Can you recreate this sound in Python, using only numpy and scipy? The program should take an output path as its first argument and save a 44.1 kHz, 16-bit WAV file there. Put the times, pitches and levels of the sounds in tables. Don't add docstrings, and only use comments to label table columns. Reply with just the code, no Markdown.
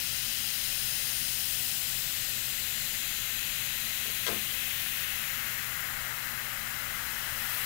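import sys
import numpy as np
from scipy import signal
from scipy.fft import rfft, irfft
from scipy.io import wavfile

SR = 44100
rng = np.random.default_rng(int(sys.argv[2]) if len(sys.argv) > 2 else 0)


def to_wav(sig):
    pcm = np.clip(np.atleast_2d(sig), -1, 1) * 32767
    pcm = np.round(pcm).astype(np.int16)
    wavfile.write(sys.argv[1], SR, pcm.T)


N = 337362

# time_s, splash_on_board_db, jet_db, fine_mist_db
SPRAY_LEVELS = [(0.0, -48, -38.5, -38.2), (0.4, -47.5, -38, -38), (1.1, -47, -38.1, -36.5),
                (1.6, -49.5, -38.5, -36), (2.1, -47.5, -39, -38), (3.3, -45.5, -39.4, -39),
                (4.8, -44.5, -39.5, -38), (5.3, -41.5, -41.0, -39.5), (6.0, -41.5, -44.5, -42),
                (6.7, -42, -44.5, -42.5), (7.3, -41.5, -43.0, -41), (7.55, -41, -41.5, -37.5)]
# pitch_hz, level_db (per Hz)
SPLASH_SPECTRUM = [(300, -34), (600, -17), (1050, -11), (1400, -4.3), (1700, -2.6), (1950, .3), (2130, -1),
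                   (2400, -12.5), (3200, -34)]
JET_SPECTRUM = [(1900.0, -18.5), (2300.0, -6.9), (2530.0, -0.4), (3100.0, -1.7), (3700.0, -5.1),
                (4050.0, -1.4), (4450.0, -6.8), (4800.0, -5.4), (6000.0, -6.2), (7700.0, -9.9),
                (9000.0, -21.4)]
MIST_SPECTRUM = [(6800, -21.4), (8200, -4.3), (10000, -3.7), (11500, -.5), (12300, -2.6), (13500, -1.2),
                 (15200, -1), (16000, -4.5)]
# time_s, reach (0 at rest to about 1 along the stroke), cupping (0-1),
# splash_tilt_db_per_octave, jet_tilt_db_per_octave
HAND_POSE = [(0.0, 0.12, 0.03, 2.5, 4.3), (1.2, 0.02, 0.0, 3.5, 5.5), (1.8, 0.28, 0.06, 0.7, 4.5),
             (2.6, 0.46, 0.16, 4.5, 2), (3.4, 0.82, 0.17, 2.5, -1.2), (4.8, 1.1, 0.1, 1.5, -4.5),
             (5.4, 1.02, 0.9, 4.5, -1.3), (6.0, 0.42, 0.65, -0.2, 0.5), (7.1, 0.09, 0.74, 0.5, 0.8),
             (7.65, 0.3, 0.45, -0.8, -0.5)]
# rest_delay_ms, full_reach_delay_ms, rest_ripple_db, full_reach_ripple_db (negative = inverted)
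POCKET_REFLECTIONS = [(0.155, 0.224, -2, -1.15), (0.239, 0.37, -1, 0.74), (0.268, 0.21, -1.26, -0.3),
                      (0.407, 0.534, -1.16, 0.4), (0.512, 0.404, -1, 0.76)]
# rest_centre_hz, width_hz, rest_level_db, full_reach_level_db
STANDING_WAVES = [(4520, 580, 1.1, 6), (5540, 110, 2.8, 4), (5635, 120, -7.5, -2), (6120, 89, -8.5, -3),
                  (7920, 470, -1.5, 7.5), (12460, 510, 3.5, -3)]
# pitch_hz, level_db
CUPPED_COLOUR = [(1400.0, 3), (2000.0, -0.5), (2600.0, -1.0), (4000.0, -5.5), (5800.0, -5), (7200.0, 0),
                 (8500.0, -1.3), (10500.0, 2.3), (15000.0, 5)]
# start_s, level_db, brightness_hz
KNOCK_CONTACTS = [(4.056, -43, 900), (4.079, -45, 800), (4.097, -46, 900), (4.266, -31, 5030),
                  (4.274, -32, 4220), (4.281, -30, 2820), (4.289, -28, 990), (4.298, -36, 800),
                  (4.314, -31.5, 400), (4.327, -34.5, 600), (4.361, -32, 260)]
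# pitch_hz, level_db, t60_s
WOOD_MODES = [(210, -15, .5), (311, -25, 0.39), (373, -11, 0.13), (585, -27, 0.13), (686, -10, 0.15),
              (820, -30, .18), (1060, -11, 0.17), (1240, -17, .16), (1627, -7, 0.073), (1920, -20, .08),
              (3270, -6.5, .035), (4550, -7, 0.03)]
# pitch_hz, level_db (rms)
HUM_LINES = [(76.3, -66.5), (120, -58.5), (227, -65), (301, -71), (580, -73.5)]
# pitch_hz, level_db (per Hz)
RUMBLE_SPECTRUM = [(10, -10), (28, 3), (52, -2.5), (68, 0.5), (105, -5.5), (130, -1), (165, -2), (190, -10),
                   (235, -5.5), (280, -13), (350, -15.5), (550, -12.5), (900, -13), (3000, -66)]
# pitch_hz, level_db (per Hz)
IDLE_SPECTRUM = [(20, 7), (60, 4), (100, 2.5), (300, -0.5), (1000, -3.5), (14300, -3), (15500, -8.5)]

RUMBLE_DB, IDLE_DB, LEFT_DB = -52.5, -65, 6
ROOM_T60_S = 0.35
CUTOFF_HZ = 15700
SINK = 0.16
SHORT_WAVE_HZ = 3500
FRAME = 1024
BIN_HZ = np.maximum(np.arange(FRAME // 2 + 1) * SR / FRAME, 1)[:, None]
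FRAME_S = np.arange(N // (FRAME // 2) + 2) * (FRAME // 2) / SR


def airbrush(splash_trim_db=0.0, jet_trim_db=0.3, mist_trim_db=0.17):
    splash_db, jet_db, mist_db = in_time(SPRAY_LEVELS)
    reach, cupping, splash_tilt, jet_tilt = in_time(HAND_POSE)
    short_wave_share = np.minimum(BIN_HZ / SHORT_WAVE_HZ, 1)
    ripple_db = ((1 - cupping) * pocket(reach) + near_echoes()) * short_wave_share
    hand_db = ripple_db + cupping * at_hz(CUPPED_COLOUR, BIN_HZ)
    parts = [(SPLASH_SPECTRUM, splash_tilt, splash_db + splash_trim_db),
             (JET_SPECTRUM, jet_tilt, jet_db + jet_trim_db),
             (MIST_SPECTRUM, 0, mist_db + mist_trim_db)]
    power = 0
    for spectrum, tilt, level_db in parts:
        inside = (BIN_HZ > spectrum[0][0]) & (BIN_HZ < spectrum[-1][0])
        colour_db = at_hz(spectrum, BIN_HZ) + tilt * np.log2(BIN_HZ) + hand_db
        colour = inside * from_db(colour_db) ** 2
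        power = power + from_db(level_db) ** 2 * colour / colour.mean(axis=0)
    return turbulence(power)


def pocket(reach):
    out = 0
    for rest_ms, far_ms, rest_db, far_db in POCKET_REFLECTIONS:
        delay_s = (rest_ms + reach * (far_ms - rest_ms)) / 1000
        depth_db = rest_db + reach * (far_db - rest_db)
        out = out + depth_db * np.cos(2 * np.pi * BIN_HZ * delay_s)
    for rest_hz, width_hz, rest_db, far_db in STANDING_WAVES:
        centre_hz = rest_hz * (1 - SINK * reach)
        height_db = rest_db + reach * (far_db - rest_db)
        out = out + height_db * np.exp(-0.5 * ((BIN_HZ - centre_hz) / width_hz) ** 2)
    return out


def near_echoes(count=12, ripple_db=0.48, creep_s=3e-5):
    delays_s = rng.uniform(0.0012, 0.007, count)
    creep = signal.resample(rng.standard_normal(size=(count, 8)), len(FRAME_S), axis=1)
    out = 0
    for delay_s, move in zip(delays_s, creep):
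        out = out + ripple_db * np.cos(2 * np.pi * BIN_HZ * (delay_s + creep_s * move))
    return out


def turbulence(power):
    white = signal.stft(rng.standard_normal(N), nperseg=FRAME)[2]
    coloured = white * np.sqrt(power[:, :white.shape[1]])
    return signal.istft(coloured, nperseg=FRAME)[1][:N]


def knock(thud_db=17.0, scatter_db=1.5, span=5.7, high_hz=6000):
    force = np.zeros(N)
    for start_s, level_db, bright_hz in KNOCK_CONTACTS:
        click = np.zeros(N)
        click[round(start_s * SR)] = from_db(level_db)
        top_hz = min(bright_hz, SR / 4)
        band = signal.butter(1, [top_hz / span, top_hz], "band", fs=SR, output="sos")
        force += signal.sosfilt(band, click + 1e-18)
    rings = np.zeros(N)
    for hz, level_db, t60_s in WOOD_MODES:
        scattered_db = level_db + scatter_db * rng.standard_normal()
        rings += from_db(scattered_db) * ring(force, hz, t60_s)
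    thud = signal.sosfilt(signal.butter(2, high_hz, fs=SR, output="sos"), force)
    return rings + from_db(thud_db) * studio(thud)


def ring(clicks, hz, t60_s):
    radius = from_db(-60 / (t60_s * SR))
    angle = 2 * np.pi * hz / SR
    feedback = [1, -2 * radius * np.cos(angle), radius * radius]
    return signal.lfilter([0, np.sin(angle)], feedback, clicks + 1e-18)


def studio(x, tail_db=10.0, early_db=13.0, early_t60_s=0.024):
    t = np.arange(SR // 2) / SR
    out = x
    for level_db, t60_s in [(early_db, early_t60_s), (tail_db, ROOM_T60_S)]:
        echoes = rng.standard_normal(len(t)) * np.exp(-np.log(1000) * t / t60_s)
        echoes = echoes / np.linalg.norm(echoes)
        out = out + from_db(level_db) * signal.fftconvolve(x, echoes)[:N]
    return out


def motor(waver=0.14, phase_wander_rad=0.5):
    t = np.arange(N) / SR
    out = np.zeros(N)
    for hz, level_db in HUM_LINES:
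        swell, slip = signal.resample(rng.standard_normal(size=(2, 32)), N, axis=1)
        height = np.sqrt(2) * from_db(level_db) * (1 + waver * swell)
        out += height * np.sin(2 * np.pi * hz * t + phase_wander_rad * slip)
    return out


def room_rumble():
    return from_db(RUMBLE_DB) * steady_noise(RUMBLE_SPECTRUM)


def idle_hiss():
    return from_db(IDLE_DB) * steady_noise(IDLE_SPECTRUM)


def steady_noise(spectrum):
    hz = np.maximum(np.arange(N // 2 + 1) * SR / N, 1)
    white = rfft(rng.standard_normal(N))
    return rms_one(irfft(white * from_db(at_hz(spectrum, hz)), N))


def in_time(rows):
    time_s, *columns = np.transpose(rows)
    return [np.interp(FRAME_S, time_s, column) for column in columns]


def at_hz(points, hz):
    point_hz, level_db = np.transpose(points)
    return np.interp(np.log(hz), np.log(point_hz), level_db)


def from_db(db):
    return 10 ** (np.asarray(db) / 20)


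def rms_one(x):
    return x / np.sqrt(np.mean(x ** 2) + 1e-20)


def scene():
    microphone = airbrush() + knock() + motor() + room_rumble()
    return np.array([from_db(LEFT_DB) * microphone, idle_hiss()])


def record(dry):
    return signal.sosfilt(signal.ellip(12, 0.1, 80, CUTOFF_HZ, fs=SR, output="sos"), dry)


dry = scene()
out = record(dry)
to_wav(out)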